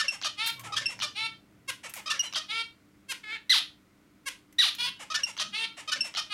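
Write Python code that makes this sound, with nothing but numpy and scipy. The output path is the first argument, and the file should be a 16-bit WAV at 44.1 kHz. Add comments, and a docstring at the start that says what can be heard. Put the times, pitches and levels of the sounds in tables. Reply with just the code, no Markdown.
"""A young zebra finch sings in a cage in a small room, over air, mains hum and a low rumble. Pulses of the
syrinx ring its throat and beak; near surfaces and walls answer. It opens with two runs of its motif (slur,
stack, two-voiced rasp, whistle, slur, buzz, long nasal note); claws scratch and faint tones ring. A call and a
slur lead to a third run at 2 s, and another bird peeps softly. From 3 s come a call, a whine, a loud falling
cry, a call, a second cry and a croak. Two more runs close the scene from 5 s."""
import sys
import numpy as np
from scipy import signal
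from scipy.fft import rfft, irfft
from scipy.io import wavfile
from scipy.ndimage import uniform_filter1d

SR = 44100
rng = np.random.default_rng(int(sys.argv[2]) if len(sys.argv) > 2 else 0)


def materialize(psi):
    """Save the field psi as 16-bit PCM at rate SR to the path in sys.argv[1].

    A 1-D psi becomes a single channel; in a 2-D psi each row is a channel.
    """
    bounded = np.clip(np.atleast_2d(psi).T, -1, 1)
    quanta = np.round(bounded * 32767).astype(np.int16)
    wavfile.write(sys.argv[1], SR, quanta)


N = 279153
TOP_HZ = 16100


def undb(db):
    """Decibels to gain."""
    return 10 ** (np.asarray(db) / 20)


def unit(x):
    """Scale to rms 1."""
    return x / np.sqrt(np.mean(x ** 2) + 1e-18)


def add(out, start_s, x):
    """Mix x into out from start_s on."""
    i = int(round(start_s * SR))
    x = x[max(-i, 0):max(N - i, 0)]
    out[max(i, 0):max(i, 0) + len(x)] += x


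def wander(hz, count):
    """Random drift of rms 1, low-passed at hz."""
    lowpass = signal.butter(2, min(hz, SR / 3), fs=SR, output="sos")
    return unit(signal.sosfilt(lowpass, rng.standard_normal(count)))


def colour(x, points, tilt_db_oct=0, size=1024):
    """Minimum-phase filter through (frequency [Hz], gain [dB]) points, plus a tilt."""
    hz, db = np.transpose(points)
    octave = np.log2(np.maximum(np.fft.rfftfreq(size, 1 / SR), 1))
    curve_db = np.interp(octave, np.log2(hz), db + tilt_db_oct * np.log2(hz / hz.mean()))
    cepstrum = irfft(np.log(undb(curve_db)))
    cepstrum[1:size // 2] *= 2
    cepstrum[size // 2 + 1:] = 0
    return signal.fftconvolve(x, irfft(np.exp(rfft(cepstrum))))[:len(x)]


# Noise spectra: (frequency [Hz], relative level [dB])
AIR_SPECTRUM = [(15, -50.5), (25, -12.5), (166, -9), (190, -7), (229, -12), (301, -6), (405, -17.5),
                (451, -19.5), (659, -20), (754, -24), (1480, -19.5), (1610, -25), (2110, -22),
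                (2910, -28.5), (16000, -40)]
RUMBLE_SPECTRUM = [(50, -23), (90, -15), (115, 1), (160, -13), (260, -14.5), (700, -22.5), (2000, -58.5)]
# Mains harmonics: (frequency [Hz], rms level [dB])
HUM_LINES = [(100, -84), (199.5, -71), (299.5, -69), (399, -79.5)]


def background(air_db=-63, waver_db=2, rest_db=-74.5, swell_db=-54, peak_s=0.66, rise_s=0.14, fall_s=0.55):
    """Room air, a wavering mains hum and a low rumble that swells once and dies back."""
    t = np.arange(N) / SR
    air = unit(colour(rng.standard_normal(N), AIR_SPECTRUM, size=8192)) * undb(air_db)
    hum = np.zeros(N)
    for hz, db in HUM_LINES:
        amplitude = np.sqrt(2) * undb(db + waver_db * wander(1.1, N))
        hum += amplitude * np.sin(2 * np.pi * hz * t + 0.88 * wander(7.4, N))
    swell = np.exp(-np.maximum((peak_s - t) / rise_s, (t - peak_s) / fall_s))
    rumble = unit(colour(rng.standard_normal(N), RUMBLE_SPECTRUM, size=8192))
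    return air + hum + rumble * (undb(rest_db) + undb(swell_db) * swell)


def gesture(length_s, start_hz, turn_hz, turn_s, end_hz, glide_s,
            attack_s, swell_db, release_s, rough, rough_end, linger=1):
    """Tension and air pressure in a syllable: (time [s], pitch [Hz], level [dB], roughness [0-1])."""
    t = np.linspace(0, length_s, 200)
    glide = np.exp(-(np.maximum(t - turn_s, 0) / glide_s) ** linger)  # linger > 1 rounds the turn
    onset_hz = start_hz + (turn_hz - start_hz) * t / turn_s
    hz = np.where(t < turn_s, onset_hz, end_hz + (turn_hz - end_hz) * glide)
    pressure = np.clip(np.minimum(t / attack_s, (length_s - t) / release_s), 0.1, 1)
    db = 20 * np.log10(pressure) + swell_db * (t - length_s / 2) / length_s
    roughness = np.clip(rough + (rough_end - rough) * t / length_s, 0, 1)
    return np.column_stack([t, hz, db, roughness])


def syrinx(curve, throat, twin=0, air_db=0, pitch=1, stretch=1, tilt_db_oct=0,
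           jitter=0.099, shimmer=0.65, smear_rad=0.11, pure_hz=2500, air_tilt_db_oct=2.5, edge_s=0.00068):
    """Uneven pulses and a puff of air once a cycle ring the throat; air pressure sets the level."""
    times, *columns = np.transpose(curve)
    times = np.maximum.accumulate(times - times[0]) * stretch
    t = np.arange(int(times[-1] * SR)) / SR
    hz, db, rough = (np.interp(t, times, column) for column in columns)
    hz = hz * pitch * (1 + jitter * rough * wander(900, len(t)))
    phase = 2 * np.pi * np.cumsum(hz) / SR
    k = np.arange(1, int(TOP_HZ / hz.min()) + 1)[:, None]
    twin_gain = 1 + twin * (-1.0) ** k  # a mid-cycle pulse weakens odd harmonics
    rolloff = k ** -(hz / pure_hz) ** 2  # tight membranes swing more like a sine
    harmonics = twin_gain * rolloff * (k * hz < TOP_HZ)
    pulses = (harmonics * np.cos(k * phase - smear_rad * k ** 2)).sum(0)  # high harmonics lag at closure
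    pulses /= np.sqrt((harmonics ** 2).sum(0) / 2)
    puffs = (1 + np.cos(phase)) * rng.standard_normal(len(t)) * rough * undb(air_db)
    pulses *= 1 + shimmer * rough * wander(700, len(t))
    voice = colour(pulses, throat, tilt_db_oct) + colour(puffs, throat, tilt_db_oct + air_tilt_db_oct)
    power = uniform_filter1d(uniform_filter1d(voice ** 2, size=200), size=200)
    fade = np.clip(np.minimum(t, t[-1] - t) / edge_s, 0, 1)
    return voice / np.sqrt(power + 1e-12) * undb(db) * fade


# Near surfaces: (delay [s], gain re direct sound [ratio])
NEAR_ECHOES = [(.001, 0.048), (.0018, 0.16), (.0055, 0.11), (.01, 0.14)]


def room(x, wet_db, t60_s=0.25, build_s=0.007, treble_db=-3, cage_db=-3, cage_s=0.0012):
    """Cage scatter, near echoes and a short tail; new for each sound, as the bird keeps turning its head."""
    t = np.arange(SR // 2) / SR
    tail = rng.standard_normal(len(t)) * np.exp(-np.log(1000) * t / t60_s) * (1 - np.exp(-t / build_s))
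    tail = colour(unit(tail), [(500, 0.45), (3500, 0.94), (9000, treble_db)])
    cage = unit(rng.standard_normal(len(t)) * t * np.exp(-t / cage_s))
    response = (undb(wet_db) * tail + undb(cage_db) * cage) / np.sqrt(len(t))
    response[0] += 1
    for delay_s, gain in NEAR_ECHOES:
        response[int(delay_s * SR)] += gain
    heard = signal.fftconvolve(x, response)
    return heard * np.linalg.norm(x) / np.linalg.norm(heard)


def sing(pitch=1, stretch=1, bright_db_oct=0, room_db=0, *,
         throat, db, tilt_db_oct, air_db, wet_db, twin=0, **shape):
    """One syllable in the room; pitch and stretch scale its nominal frequencies and times."""
    voice = syrinx(gesture(**shape), throat, twin, air_db, pitch, stretch, tilt_db_oct + bright_db_oct)
    return room(voice, wet_db + room_db) * undb(db)


# Throat and beak responses: (frequency [Hz], gain [dB])
OPEN_THROAT = [(300, -41.5), (540, -6.5), (1030, -2), (1560, -9), (2100, -1), (2900, -3), (4200, -14),
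               (5400, -11.5), (7800, -11), (9700, -16), (12300, -27.5), (16000, -50)]
HARSH_THROAT = [(300, -29), (630, -18), (1270, -3.5), (1900, -10), (2250, -8.5), (3100, -0.5), (4300, -3),
                (5500, -3), (7500, -16.5), (9500, -18.5), (12000, -29), (16000, -51)]
ROUND_THROAT = [(500, -9.5), (1200, -13.5), (1800, -2.5), (3600, -13.5), (5400, -13), (7200, -24.5),
                (9000, -31), (16000, -61)]
SLUR = dict(length_s=0.057, start_hz=1160, turn_hz=997, turn_s=0.004, end_hz=391.5, glide_s=0.013,
            attack_s=0.013, swell_db=0, release_s=0.014, rough=0.05, rough_end=0.11,
            throat=OPEN_THROAT, db=-42, tilt_db_oct=0.5, air_db=-4, wet_db=-3.5)
STACK = dict(length_s=0.028, start_hz=601.4, turn_hz=653.4, turn_s=0.017, end_hz=486, glide_s=0.018,
             attack_s=0.0036, swell_db=3, release_s=0.0031, rough=0.06, rough_end=0.19, twin=0.34,
             throat=HARSH_THROAT, db=-31.5, tilt_db_oct=-2.5, air_db=-4, wet_db=0)
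RASP = dict(length_s=0.029, start_hz=1395, turn_hz=1505, turn_s=0.017, end_hz=640, glide_s=0.024,
            attack_s=0.007, swell_db=1, release_s=0.0082, rough=0.81, rough_end=0.9,
            throat=HARSH_THROAT, db=-25, tilt_db_oct=1, air_db=0, wet_db=-5)
PIPE = dict(length_s=0.043, start_hz=1702, turn_hz=1770, turn_s=0.01, end_hz=1772, glide_s=0.012,
            attack_s=0.012, swell_db=2.5, release_s=0.0057, rough=0.13, rough_end=0.03,
            throat=ROUND_THROAT, db=-35, tilt_db_oct=3, air_db=2, wet_db=-11.5)
DROP = dict(length_s=0.025, start_hz=605, turn_hz=584, turn_s=0.004, end_hz=480, glide_s=0.02,
            attack_s=0.0011, swell_db=-6.5, release_s=0.002, rough=0.3, rough_end=0.38,
            throat=ROUND_THROAT, db=-38, tilt_db_oct=2, air_db=2, wet_db=-1)
# Motif, first half: (rasp time [s], slur lead [s], rasp pitch [ratio], pipe length [ratio],
# pipe gain [dB], room tail gain [dB])
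MOTIF_OPENINGS = [(-.008, 0.1, 0.99, 1.01, 4, -1.5), (.761, 0.13, 1.125, 1.05, -.5, -0.5),
                  (2.098, .144, 0.94, 0.87, 1, 1.5), (5.14, .15, .99, 1.03, 3, -3),
                  (5.915, 0.15, 1.03, 0.9, 0.5, -2)]


def motif_openings(stack_lead_s=0.0402, pipe_lag_s=0.002, drop_lag_s=0.047):
    """Slur, stack, then rasp and pipe from the two sides of the syrinx at once, ending in a low drop."""
    out = np.zeros(N)
    for s, slur_lead_s, rasp_pitch, pipe_stretch, pipe_db, room_db in MOTIF_OPENINGS:
        add(out, s - slur_lead_s, sing(**SLUR))
        add(out, s - stack_lead_s, sing(room_db=room_db, **STACK))
        add(out, s, sing(rasp_pitch, room_db=room_db, **RASP))
        add(out, s + pipe_lag_s, sing(stretch=pipe_stretch, room_db=room_db, **PIPE) * undb(pipe_db))
        add(out, s + drop_lag_s * pipe_stretch, sing(room_db=room_db, **DROP))
    return out


def crack(spectrum, decay_s):
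    """A very short burst of coloured noise."""
    t = np.arange(SR // 40) / SR
    return colour(rng.standard_normal(len(t)) * np.exp(-t / decay_s), spectrum)


# Throat and beak responses: (frequency [Hz], gain [dB])
THIN_THROAT = [(1500, -37), (2800, -5), (5600, 2), (8400, -15), (11200, -14.5), (14000, -38), (16000, -41)]
PULSE_THROAT = [(400, -17.5), (800, -5), (1300, -1.5), (2200, -2.5), (3200, 1.5), (4400, -1.5), (6200, -4),
                (8000, -23), (16000, -33)]
NASAL_THROAT = [(300, -35), (455, -23), (900, -12), (1340, -3), (1750, -11), (2250, 0), (3100, 0),
                (4160, -2), (5000, -11.5), (5900, -19.5), (7800, -28.5), (9300, -18.5), (11100, -38),
                (16000, -45)]
WHISTLE = dict(length_s=0.021, start_hz=2940, turn_hz=2792, turn_s=0.0025, end_hz=2721, glide_s=0.0049,
               attack_s=0.0023, swell_db=-4.5, release_s=0.0073, rough=0.022, rough_end=0.02,
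               throat=THIN_THROAT, db=-23.5, tilt_db_oct=-0.5, air_db=10, wet_db=-6)
FLICK = dict(length_s=0.0091, start_hz=4600, turn_hz=4210, turn_s=0.00233, end_hz=2836, glide_s=0.00195,
             attack_s=0.001, swell_db=2.5, release_s=0.0018, rough=0.03, rough_end=0.05,
             throat=HARSH_THROAT, db=-28, tilt_db_oct=-0.5, air_db=-4, wet_db=3)
BUZZ = dict(length_s=0.038, start_hz=1593.5, turn_hz=1093, turn_s=0.004, end_hz=613.5, glide_s=0.003,
            attack_s=0.003, swell_db=-1, release_s=0.006, rough=0.48, rough_end=0.2,
            throat=HARSH_THROAT, db=-28.2, tilt_db_oct=-1, air_db=7, wet_db=-4.5)
NASAL = dict(length_s=0.142, start_hz=418.4, turn_hz=408, turn_s=0.015, end_hz=456.4, glide_s=0.024,
             attack_s=0.023, swell_db=3, release_s=0.013, rough=0.14, rough_end=0.27,
             throat=NASAL_THROAT, db=-31, tilt_db_oct=0.5, air_db=-17, wet_db=-4.5)
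# Lone syrinx pulses: (lead before the flick [s], relative level [dB])
LONE_PULSES = [(0.018, -16.5), (.0085, -12.5)]
# Motif, second half: (whistle time [s], whistle pitch [ratio], whistle length [ratio],
# whistle tilt [dB/oct], slur pitch [ratio], flick and buzz pitch [ratio], nasal pitch [ratio],
# nasal length [ratio], nasal gain [dB], extra nasal swell [dB])
MOTIF_ENDINGS = [(.081, 0.99, 1.07, 1.5, 0.95, 1, 1, 1.01, 1, 0.5),
                 (0.857, 0.98, 0.88, 0, 1.13, 0.97, .985, 0.92, -0.5, 1.5),
                 (2.192, 1.044, 1.36, 2, 1.07, 1.01, 1.005, 1.03, 0, -0.5),
                 (5.233, 1.012, 0.94, 3, 1.04, 1.015, .995, 0.97, 0, 3),
                 (6.006, 0.98, 1.02, 2, 1.12, 1, 1.005, 1.6, 3, -1.5)]


def motif_endings(slur_lag_s=0.029, flick_lag_s=0.152, buzz_lag_s=0.162, nasal_lag_s=0.291,
                  slur_gain_db=0.5, pulse_gain_db=-6):
    """Whistle, slur, two lone pulses of the syrinx, a flick down into the buzz, and the long nasal note."""
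    out = np.zeros(N)
    for (s, pitch, stretch, bright_db_oct, slur_pitch, buzz_pitch,
         nasal_pitch, nasal_stretch, nasal_db, swell_db) in MOTIF_ENDINGS:
        add(out, s, sing(pitch, stretch, bright_db_oct, **WHISTLE))
        add(out, s + slur_lag_s, sing(slur_pitch, bright_db_oct=1.03, **SLUR) * undb(slur_gain_db))
        for lead_s, pulse_db in LONE_PULSES:
            pulse = room(crack(PULSE_THROAT, decay_s=0.0017), wet_db=-0.5)
            add(out, s + flick_lag_s - lead_s, pulse * undb(pulse_db + pulse_gain_db))
        add(out, s + flick_lag_s, sing(buzz_pitch, **FLICK))
        add(out, s + buzz_lag_s, sing(buzz_pitch, **BUZZ))
        nasal = dict(NASAL, swell_db=NASAL["swell_db"] + swell_db)
        add(out, s + nasal_lag_s, sing(nasal_pitch, nasal_stretch, **nasal) * undb(nasal_db))
    return out


# Crack spectrum: (frequency [Hz], gain [dB])
SCRATCH_SPECTRUM = [(500, -17), (2000, 10), (4000, 1), (6500, 5), (9000, 4), (12500, 7.5), (16000, -2)]
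# Contacts: (time [s], relative level [dB], skid length [s])
SCRATCH_CONTACTS = [(.462, -24.5, 0.008), (.4726, -20, 0.027), (0.595, -32, .02), (1.895, -32.5, 0.0094),
                    (1.938, -24.5, .04), (4.526, -46, 0.005), (4.749, -32.5, .004)]


def scratches(decay_s=0.004, gain_db=-9, wet_db=-5, skid_db=-10, scatter_db=3, skid_cracks=4):
    """Claws and bill on perch and wire: a bright crack, then weaker ones as the claw skids."""
    out = np.zeros(N)
    for s, db, skid_s in SCRATCH_CONTACTS:
        add(out, s, room(crack(SCRATCH_SPECTRUM, decay_s), wet_db) * undb(db + gain_db))
        for share in (np.arange(skid_cracks) + rng.random(skid_cracks)) / skid_cracks:
            gain = undb(db + gain_db + skid_db + scatter_db * rng.standard_normal())
            add(out, s + share * skid_s, room(crack(SCRATCH_SPECTRUM, decay_s), wet_db) * gain)
    return out


# Dull background tones: (peak time [s], frequency [Hz], 1/e half-width [s], peak level [dB])
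RING_TONES = [(0.603, 1086, 0.024, -47.5), (0.688, 1306, 0.034, -42.5), (0.714, 817, 0.042, -47),
              (0.8, 116.6, 0.028, -51), (0.944, 189.4, 0.035, -65), (4.875, 162.2, 0.059, -54.5),
              (5.474, 206, 0.084, -53), (6.002, 238.2, 0.048, -54.5)]


def rings(waver_rad=1.0):
    """Faint, unsteady tones that swell and fade."""
    t = np.arange(N) / SR
    out = np.zeros(N)
    for peak_s, hz, half_s, db in RING_TONES:
        envelope = undb(db) * np.exp(-((t - peak_s) / half_s) ** 2)
        out += envelope * np.sin(2 * np.pi * hz * t + waver_rad * wander(40, N))
    return out


# Throat and beak responses: (frequency [Hz], gain [dB])
CALL_THROAT = [(300, -32), (530, -17), (1030, -7), (1560, -4.5), (2100, -2), (2900, -1), (4200, -7),
               (5400, -8), (7800, -10.5), (9700, -10), (12300, -17), (16000, -36)]
PEEP_THROAT = [(1000, -29), (2150, -13), (3200, 9), (4300, 1), (5400, -14), (16000, -40)]
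CRY_THROAT = [(400, -35.5), (700, -16), (1000, -9.5), (1900, -8.5), (2500, -8), (3050, 0.5), (4050, -1),
              (5000, -11), (6100, -19.5), (7800, -30), (10000, -24.5), (12500, -36.5), (16000, -54)]
CALL = dict(length_s=0.041, start_hz=525, turn_hz=542, turn_s=0.012, end_hz=326, glide_s=0.037, linger=2.6,
            attack_s=0.018, swell_db=5, release_s=0.0014, rough=0.081, rough_end=0.12,
            throat=CALL_THROAT, db=-30.5, tilt_db_oct=0, air_db=-1, wet_db=-5)
PEEP = dict(length_s=0.065, start_hz=1030, turn_hz=1012, turn_s=0.041, end_hz=990, glide_s=0.035,
            attack_s=0.017, swell_db=2, release_s=0.016, rough=0.05, rough_end=0.05,
            throat=PEEP_THROAT, db=-42.5, tilt_db_oct=0, air_db=-3, wet_db=-9)
CRY = dict(length_s=0.11, start_hz=1864, turn_hz=2026, turn_s=0.011, end_hz=567.4, glide_s=0.044,
           linger=1.9, attack_s=0.0064, swell_db=-11, release_s=0.012, rough=0.22, rough_end=0.12,
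           throat=CRY_THROAT, db=-22, tilt_db_oct=4, air_db=6.5, wet_db=-4)
# Notes outside the motif: (time [s], syllable, pitch [ratio], length [ratio], gain [dB])
SINGLE_NOTES = [(1.676, CALL, 1.01, 0.73, 0), (1.83, SLUR, 1.04, 0.89, 2.5), (2.236, PEEP, 1, 0.87, 2),
                (3.084, CALL, 1, 1.03, -2), (3.494, CRY, 1.015, 0.97, 0.65),
                (4.256, CALL, 1.02, 0.84, -1.5), (4.583, CRY, 0.98, 1.086, -0.4)]


def single_notes():
    """Short calls, a slur, a soft peep from another bird and two loud falling cries."""
    out = np.zeros(N)
    for s, syllable, pitch, stretch, db in SINGLE_NOTES:
        add(out, s, sing(pitch, stretch, **syllable) * undb(db))
    return out


def wavering_note(curve, throat, rough, rough_end, air_db, tilt_db_oct, wet_db):
    """A long syrinx note of unsteady pitch; roughness ramps from rough to rough_end."""
    out = np.zeros(N)
    s, hz, db = np.transpose(curve)
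    roughness = np.interp(s, [s[0], s[-1]], [rough, rough_end])
    voice = syrinx(np.column_stack([s, hz, db, roughness]), throat, air_db=air_db, tilt_db_oct=tilt_db_oct)
    add(out, s[0], room(voice, wet_db))
    return out


# Throat and beak response: (frequency [Hz], gain [dB])
WHINE_THROAT = [(300, -33), (440, -18), (870, -12), (1300, -6.5), (1750, 1.5), (2200, 3), (2700, -2.5),
                (4200, -5.5), (5500, -22.5), (7500, -25), (9000, -30), (16000, -49.5)]
# Whine: (time [s], pitch [Hz], level [dB])
WHINE_CONTOUR = [(3.233, 439, -54), (3.241, 437.0, -38), (3.249, 424, -45), (3.309, 432, -34.5),
                 (3.325, 455, -35.5), (3.347, 458, -34.5), (3.361, 424, -37.5), (3.37, 434, -40)]


def whine():
    """A muffled, wavering note that grows rougher."""
    return wavering_note(WHINE_CONTOUR, WHINE_THROAT, rough=0.0492, rough_end=0.29,
                         air_db=0.5, tilt_db_oct=0, wet_db=-5.5)


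# Throat and beak response: (frequency [Hz], gain [dB])
CROAK_THROAT = [(300, -30), (480, -28), (980, -11), (1500, -9), (2200, -9), (2950, 2), (3900, -7),
                (5000, -8.5), (6000, -19.5), (8000, -29), (9500, -19), (12500, -35), (16000, -40)]
# Croak: (time [s], pitch [Hz], relative level [dB])
CROAK_CONTOUR = [(4.784, 466, -35), (4.792, 474.8, -34.5), (4.808, 492.6, -26), (4.82, 475, -30.5),
                 (4.842, 493, -28), (4.864, 488, -27), (4.874, 545, -33), (4.895, 535, -31)]


def croak(gain_db=-0.5):
    """A harsh, breathy note that wavers upward."""
    return wavering_note(CROAK_CONTOUR, CROAK_THROAT, rough=0.23, rough_end=0.19,
                         air_db=4.5, tilt_db_oct=0.5, wet_db=-4.5) * undb(gain_db)


def scene():
    """The finch, a softly peeping second bird and the room, in mono, from just outside the cage."""
    mix = background() + motif_openings() + motif_endings() + scratches() + rings()
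    return (mix + single_notes() + whine() + croak())[None]


def record(dry):
    """Band limit: 36 Hz to TOP_HZ."""
    highpass = signal.butter(3, 36, "high", fs=SR, output="sos")
    lowpass = signal.ellip(10, 0.2, 70, TOP_HZ, fs=SR, output="sos")
    return signal.sosfilt(lowpass, signal.sosfilt(highpass, dry))


dry = scene()
out = record(dry)
materialize(out)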